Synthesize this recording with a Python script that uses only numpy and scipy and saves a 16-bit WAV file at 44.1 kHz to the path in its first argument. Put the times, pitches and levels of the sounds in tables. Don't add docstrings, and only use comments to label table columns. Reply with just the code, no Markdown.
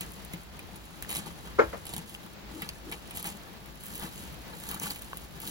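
import sys
import numpy as np
from scipy import signal
from scipy.fft import rfft, irfft, next_fast_len
from scipy.io import wavfile

SR = 44100
rng = np.random.default_rng(int(sys.argv[2]) if len(sys.argv) > 2 else 0)


def wav_record(signal):
    frames = np.transpose(np.atleast_2d(signal))
    bounded = np.clip(frames, -1, 1)
    quanta = np.round(bounded * 32767).astype(np.int16)
    wavfile.write(sys.argv[1], SR, quanta)


N = 242853
TIME = np.arange(N) / SR
FFT_SIZE = next_fast_len(N + SR // 10, True)
FREQS = np.maximum(np.fft.rfftfreq(FFT_SIZE, 1 / SR), 1)


def from_db(db):
    return 10 ** (np.asarray(db) / 20)


def rms_one(x):
    return x / np.sqrt(np.mean(x ** 2) + 1e-20)


def in_time(points):
    return np.interp(TIME, *np.transpose(points))


def at_freqs(points):
    hz, value = np.transpose(points)
    return np.interp(np.log(FREQS), np.log(hz), value)


def filtered(x, response):
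    return irfft(rfft(x, FFT_SIZE) * response, FFT_SIZE)[..., :N]


def colour(x, eq):
    return rms_one(filtered(x, from_db(at_freqs(eq))))


def drift(rate_hz):
    return rms_one(filtered(rng.standard_normal(N), 1 / (1 + (FREQS / rate_hz) ** 2)))


def taps(times, sizes):
    return np.bincount(np.clip(np.round(np.asarray(times) * SR).astype(int), 0, N - 1), sizes, N)


def fade(x, t60):
    return signal.lfilter([1], [1, -from_db(-60 / (t60 * SR))], x + 1e-18)


def ring(x, hz, t60):
    r, w = from_db(-60 / (t60 * SR)), 2 * np.pi * hz / SR
    return signal.lfilter([0, r * np.sin(w)], [1, -2 * r * np.cos(w), r * r], x + 1e-18)


def from_right(x, lag_s):
    return np.array([filtered(x, np.exp(-2j * np.pi * FREQS * lag_s)), x])


def lean(x, balance):
    return filtered(x, from_db(at_freqs(balance) * np.array([[.5], [-.5]])))


def grains(per_s, spread_db, low_hz, high_hz, cycles, count=16):
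    sizes = from_db(spread_db * np.minimum(rng.exponential(1, N), 4)) * rng.choice([-1, 1], N)
    ruptures = sizes * (rng.random(N) < per_s / SR)
    voice = rng.integers(0, count, N)
    pitches = np.geomspace(low_hz, high_hz, count)
    return rms_one(sum(hz * ring(ruptures * (voice == k), hz, cycles / hz) for k, hz in enumerate(pitches)))


def slips(per_s, t60, drag, spread_db):
    times = np.cumsum(rng.uniform(.3, 1.7, 2000)) / per_s
    sizes = from_db(rng.normal(0, spread_db, len(times))) * (times < N / SR)
    return rms_one(np.hypot(drag, fade(taps(times, sizes), t60)))


def stroke(start, length, swell_db_per_s, release_t60, attack_s=0.0098):
    t = np.arange(0, length + release_t60, .001)
    bite = np.minimum(t / attack_s, 1)
    swell = from_db(swell_db_per_s * np.minimum(t - length, 0))
    release = from_db(-60 * np.maximum(t - length, 0) / release_t60)
    return np.interp(TIME, start + t, bite * swell * release, right=0)


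def knife_work():
    # t/s, length/s, edge/dB, flesh/dB, table/dB
    strokes = [(0.0, 0.0077, -37, -39.5, -41.5), (0.10, 0.023, -61, -68, -65), (1.083, 0.11, -41, -46, -46),
               (1.252, 0.029, -47, -48, -49.5), (1.443, 0.052, -58, -51, -54),
               (1.868, 0.12, -45.5, -54, -52), (2.052, 0.09, -48.5, -59, -70),
               (2.506, 0.15, -49, -51.5, -50), (2.913, 0.025, -46.5, -45, -59),
               (3.143, 0.057, -40, -51.5, -52), (3.244, 0.035, -38.5, -43.5, -45.5),
               (3.791, 0.22, -44.5, -51.5, -51), (4.017, 0.027, -41.5, -45, -45.5),
               (4.12, 0.11, -47.5, -68, -49.5), (4.464, 0.073, -58, -50.5, -50.5),
               (4.611, 0.042, -49, -53, -53), (4.677, 0.077, -43.5, -43.5, -44.5),
               (4.809, 0.029, -35, -42.5, -43.5), (4.851, 0.021, -41.5, -47.5, -46),
               (4.894, 0.012, -51, -48, -46), (5.409, 0.11, -39.5, -48, -44.5)]
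    # t/s, relative edge level/dB
    creep = [(0, -52.5), (.25, -55.5), (.55, -59), (.95, -53.5), (1.3, -55), (1.7, -52), (2.0, -56),
             (2.4, -60.5), (2.8, -55), (3.05, -52.5), (3.3, -54.5), (3.5, -59), (3.75, -56.5), (4.2, -52),
             (4.4, -57.5), (4.7, -47), (5.12, -52.5), (5.33, -56)]
    creep_flesh_db, creep_table_db = -59.5, -54.5
    cutting = rubbing = pressing = 0
    for start, length, edge_db, flesh_db, table_db in strokes:
        cutting += from_db(edge_db) * stroke(start, length, swell_db_per_s=30, release_t60=0.21)
        rubbing += from_db(flesh_db) * stroke(start, length, swell_db_per_s=58, release_t60=0.19)
        pressing += from_db(table_db) * stroke(start, length, swell_db_per_s=58, release_t60=0.24)
    wander_db = 1.5 * drift(rate_hz=12)
    return (np.hypot(cutting, from_db(in_time(creep) + wander_db)),
            np.hypot(rubbing, from_db(creep_flesh_db + wander_db)),
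            np.hypot(pressing, from_db(creep_table_db + wander_db)))


def edge(gain):
    # f/Hz, level/dB
    sizzle_eq = [(1500, -40), (2700, 2.5), (3400, 0), (4400, 1), (5300, -5.5), (7000, 4.5), (9500, 3),
                 (12000, 6), (14000, 4), (15600, -1)]
    crackle = colour(grains(7000, spread_db=2, low_hz=2500, high_hz=16900, cycles=3), sizzle_eq)
    clumps = slips(per_s=140, t60=.02, drag=.42, spread_db=3)
    return gain * from_db(-2) * crackle * clumps


def flesh(gain):
    # f/Hz, level/dB
    fizz_eq = [(250, -8), (450, 3), (650, -3), (900, 4.5), (1100, -1.5), (1400, 0), (2000, -4),
               (3000, -8.5), (4500, -6.5), (8000, -45)]
    fizz = colour(grains(3500, spread_db=4.0, low_hz=367, high_hz=5400, cycles=13, count=40), fizz_eq)
    clumps = slips(per_s=80, t60=0.11, drag=0.12, spread_db=2.5)
    return gain * from_db(-0.96) * fizz * clumps


def table(gain):
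    # f/Hz, level/dB
    table_eq = [(60, -4), (110, -9), (160, 1.5), (205, 1), (265, -9.5), (330, -3.5), (450, -22.5),
                (800, -51)]
    shudder = grains(700, spread_db=-0.5, low_hz=97.3, high_hz=495, cycles=7.6)
    return gain * colour(shudder, table_eq)


def air():
    # f/Hz, level/dB
    air_eq = [(20, -48), (29, -30), (38, -16.5), (54, 7.5), (75, -3.5), (110, -4.5), (180, -5),
              (300, -10.5), (600, -13), (1200, -16.5), (2500, -19), (4500, -22.5), (7500, -31.5),
              (11000, -49), (15500, -25)]
    # f/Hz, correlation
    likeness = [(60, 0.58), (130, 0), (300, 0), (650, 0.24), (1400, 0), (15000, 0)]
    # t/s, bass lift/dB
    rumble_lift = [(0, 0.5), (0.5, 2), (1.1, 1), (1.9, 5), (2.3, -6), (2.8, 0), (3.2, -3), (3.8, 0),
                   (4.3, 0.5), (4.9, 0.5), (5.5, -2.5)]
    alike = at_freqs(likeness)
    mid, side = filtered(rng.standard_normal((2, N)), np.sqrt([1 + alike, 1 - alike]))
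    bed = from_db(-47.5 + 1.4 * drift(rate_hz=5.1)) * colour(np.array([mid + side, mid - side]), air_eq)
    rumble = filtered(bed, 1 / (1 + (FREQS / 90) ** 6))
    return bed + (from_db(in_time(rumble_lift)) - 1) * rumble


def burst(times, db, t60, rise_s=.002):
    hits = taps(times, from_db(db)) + taps(times + 0.01014, from_db(db - 13.5))
    softened = fade(hits, rise_s) * np.log(1000) / (rise_s * SR)
    return fade(softened, t60)


def snaps():
    # t/s, crisp/dB, crack/dB, crunch/dB
    breaks = [(0.0084, -21, -33.5, -40.5), (0.119, -35.5, -50, -60), (0.249, -32.5, -50, -63),
              (0.3347, -25, -44, -47), (0.592, -33, -44, -54), (0.7574, -36, -52, -69),
              (0.763, -37, -52, -68), (1.024, -22, -33, -47), (1.093, -23, -38, -43.5),
              (1.1034, -21.5, -34, -53), (1.1122, -22, -48, -44), (1.1273, -19.5, -35, -50),
              (1.141, -26, -43, -50), (1.15, -21, -31, -43), (1.158, -18.5, -28, -54),
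              (1.1672, -15.5, -36, -51), (1.178, -25, -43, -59), (1.189, -27, -30, -53),
              (1.27, -35, -45, -52), (1.8537, -26, -41, -63), (1.867, -25, -28.5, -64),
              (1.892, -23.5, -33, -54), (1.929, -29, -44, -56), (1.937, -18.5, -33, -54),
              (1.9643, -19, -34, -54), (1.9799, -21.5, -33.5, -48), (2.095, -31.5, -50, -62),
              (2.246, -48, -59, -68), (2.2627, -39, -54, -66), (2.6198, -22, -33, -36.5),
              (2.6896, -27, -30, -45), (2.9148, -29.5, -34, -42), (2.9226, -28.5, -31, -39.5),
              (3.109, -28, -39, -47), (3.152, -29, -48, -56), (3.1618, -27, -43, -59),
              (3.172, -19.5, -45, -62), (3.1966, -25, -39, -58), (3.2273, -25, -40, -57),
              (3.2432, -27, -28.5, -45), (3.262, -27, -44, -55), (3.27, -24, -36, -48),
              (3.277, -32, -46, -56), (3.6592, -38.5, -51, -57), (3.836, -32, -44, -60),
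              (3.8577, -33, -50, -58), (3.8653, -31.5, -47, -58), (3.954, -25.5, -49, -61),
              (3.9781, -31, -50, -65), (3.9966, -28, -48, -61), (4.6005, -32, -46, -56),
              (4.6778, -32, -48, -59), (4.6898, -26, -43, -61), (4.709, -31, -52, -56),
              (4.7133, -23, -39, -45), (4.7446, -24, -38, -52), (4.798, -27, -34, -50),
              (4.821, -31, -34, -48), (4.8326, -24, -31, -45), (4.838, -26, -30, -45),
              (4.857, -27, -31, -54), (4.871, -36, -31, -50), (4.9016, -29, -31, -56),
              (4.906, -27, -28, -55), (4.9593, -30, -36, -49), (4.976, -37, -50, -64),
              (5.02, -27.5, -43, -66), (5.171, -25, -54, -67), (5.4012, -29, -37, -51)]
    # f/Hz, level/dB
    crisp_eq = [(1500, -28), (2700, -1), (4400, -5), (5400, -15), (7000, -0.5), (9500, 4), (12000, 7),
                (14000, 4), (15600, 7)]
    crack_eq = [(250, -7), (600, 5.5), (1000, 7), (1700, -1.5), (3000, 4), (4400, 4.5), (6500, -4.5),
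                (9000, 12), (14000, -35)]
    crunch_eq = [(600, 9.5), (1500, 1.5), (2400, 21.5), (4400, 3.5), (6000, -1), (9000, -10)]
    times, crisp_db, crack_db, crunch_db = np.transpose(breaks)
    crisp = burst(times, crisp_db, t60=0.0086) * colour(rng.standard_normal(N), crisp_eq)
    crack = burst(times, crack_db, t60=0.0063) * colour(rng.standard_normal(N), crack_eq)
    grit = colour(grains(9000, spread_db=1, low_hz=400, high_hz=12000, cycles=3), crunch_eq)
    crunch = fade(taps(times, from_db(crunch_db + 2)), t60=0.067) * grit
    return crisp + crack + crunch


def short_rings():
    # t/s, level/dB, f/Hz, t60/s
    tones = [(0.336, -38.5, 2120, 0.051), (0.336, -42, 317, 0.11), (0.338, -32, 172, 0.13),
             (0.593, -36, 2450, 0.025), (0.690, -37.5, 700, 0.016), (1.026, -26.5, 1800, 0.0044),
             (1.048, -31, 1830, 0.0089), (1.151, -35, 6240, 0.011), (1.158, -37, 5940, 0.013),
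             (1.640, -35, 89.5, 0.11), (1.937, -41, 730, 0.022), (1.938, -34, 178, 0.09),
             (1.964, -37, 830, 0.016), (1.965, -38, 217, 0.088), (1.98, -36.5, 915, 0.02),
             (1.981, -35, 168, 0.13), (2.149, -26, 2900, 0.0077), (2.621, -30, 2020, 0.011),
             (2.691, -36, 3340, 0.0046), (2.6903, -25.5, 4430, 0.014), (2.6905, -28, 6500, 0.0035),
             (4.734, -34, 1140, 0.023), (4.745, -36, 850, 0.025), (4.799, -28, 6100, 0.011),
             (4.859, -34, 1150, 0.025), (4.867, -33, 1440, 0.025), (4.903, -29, 4750, 0.01),
             (4.9065, -22, 4440, 0.012), (5.1318, -30, 3060, 0.0044), (5.1314, -32, 1530, 0.011),
             (5.132, -26, 1080, 0.017)]
    return sum(ring(taps([start], [from_db(db)]), hz, t60) for start, db, hz, t60 in tones)


def knock(swell_t60=0.033, wall_t60=0.16, wall_rise_s=0.0022, bass_hz=430):
    # t/s, blow/dB, after-ring/dB, its bass lift/dB
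    contacts = [(1.584, -29, -50, 0), (1.587, -14, -22, -7), (1.5921, -4, -25, 0), (1.599, -27, -25, -1),
                (1.614, -22, -29, -2), (1.6222, -22.5, -39, 2), (1.636, -29, -46, 0),
                (1.7286, -35, -30.5, -10)]
    # f/Hz, relative level/dB, t60/s, left-side lag/s
    modes = [(220, -15, 0.031, 0.0012), (330, -22.5, 0.21, 0.00024), (456, 7.5, 0.015, 0.00053),
             (603, -23, 0.107, 0.00018), (754, -25, 0.046, 0.00018), (820, -32, 0.095, 0.0002),
             (917, -30, 0.14, 0.0004), (1017, -26, 0.11, 0.00032), (1107, -10, 0.029, 0.00017),
             (1297, 11, 0.0061, 0.00022), (1357, -17, 0.085, 0.00015), (1442, -5.5, 0.028, 0.00018),
             (1620, -24, 0.2, 0.00019), (1800, -10.5, 0.018, 0.00016), (2135, -11.5, 0.017, 0.0001),
             (2410, -36, 0.16, 0.000098)]
    # f/Hz, level/dB
    wall_eq = [(100, -52), (190, -44), (265, 0.5), (330, -5), (450, 4), (620, -0.5), (770, -8), (920, -4),
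               (1370, -6.5), (1650, -12.5), (2300, -15), (2750, -24.5), (7000, -34), (11000, -67)]
    # f/Hz, left minus right/dB
    spread = [(250, 0), (330, 3), (450, 3), (700, 0), (1300, 1), (1460, -3), (2000, 2)]
    times, blow_db, ring_db, bass_db = np.transpose(contacts)
    body = np.zeros((2, N))
    for hz, db, t60, lag_s in modes:
        blows = np.array([taps(times + lag_s, from_db(blow_db)), taps(times, from_db(blow_db))])
        push = ring(blows, hz, swell_t60) * 2 * np.log(1000) / (swell_t60 * SR)
        body += from_db(db) * ring(push, hz, t60)
    body = signal.sosfilt(signal.butter(3, 240, "high", fs=SR, output="sos"), body)
    walls = colour(rng.standard_normal((2, N)), wall_eq)
    bass = filtered(walls, 1 / (1 + (FREQS / bass_hz) ** 8))
    rise = np.exp(-1 / (wall_rise_s * SR))
    for band, db in ((bass, ring_db + bass_db), (walls - bass, ring_db)):
        decay = np.sqrt(fade(taps(times, from_db(db) ** 2), wall_t60 / 2))
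        body += band * signal.lfilter([1 - rise], [1, -rise], decay)
    return lean(body, spread)


def handling():
    # centre t/s, half length/s, level/dB
    shifts = [(2.565, 0.037, -48.5), (2.886, 0.029, -46.5)]
    # f/Hz, level/dB
    skin_eq = [(150, -21), (270, 7), (340, 6), (450, -1.5), (700, -43), (2000, -34)]
    swell = sum(from_db(db) * np.exp(-.5 * ((TIME - centre) / half) ** 2) for centre, half, db in shifts)
    return swell * colour(rng.standard_normal(N), skin_eq)


def surroundings(x, level_db, t60, wall_hz):
    t = TIME[:SR // 5]
    scatter = rng.standard_normal((2, len(t))) * from_db(-60 * t / t60) * (t > .002)
    scatter /= np.sqrt(np.sum(scatter[0] ** 2))
    scatter = signal.sosfilt(signal.butter(2, wall_hz, fs=SR, output="sos"), scatter)
    return from_db(level_db) * signal.fftconvolve(x[None], scatter, axes=1)[:, :N]


def scene():
    # t/s, top lift/dB
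    fineness = [(0, 0), (1.09, -2), (1.16, -12), (1.7, 3), (1.9, -15), (2.15, 3), (2.7, -5), (3.17, -5),
                (3.28, 2), (4.0, 4.5), (4.8, 3), (5.5, 5)]
    cutting, rubbing, pressing = knife_work()
    blade = edge(cutting) + snaps()
    top = filtered(blade, 1 / (1 + (13000 / FREQS) ** 12))
    blade += (from_db(in_time(fineness)) - 1) * top
    wet = flesh(rubbing) + handling()
    fish_and_table = wet + short_rings() + table(pressing)
    direct = from_right(blade, lag_s=0.000184) + from_right(fish_and_table, lag_s=0.00015)
    reflections = surroundings(blade + wet, level_db=-1.0, t60=0.036, wall_hz=7200)
    return direct + reflections + knock() + air()


def record(dry):
    # f/Hz, left minus right/dB
    balance = [(60, 0), (110, 2.5), (200, 5), (400, 2), (700, 5.5), (1300, 1.5), (4000, -0.5)]
    cutoff_hz = 15950
    high_cut = 1 / np.sqrt(1 + (FREQS / cutoff_hz) ** 240)
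    return filtered(lean(dry, balance), high_cut)


dry = scene()
out = record(dry)
wav_record(out)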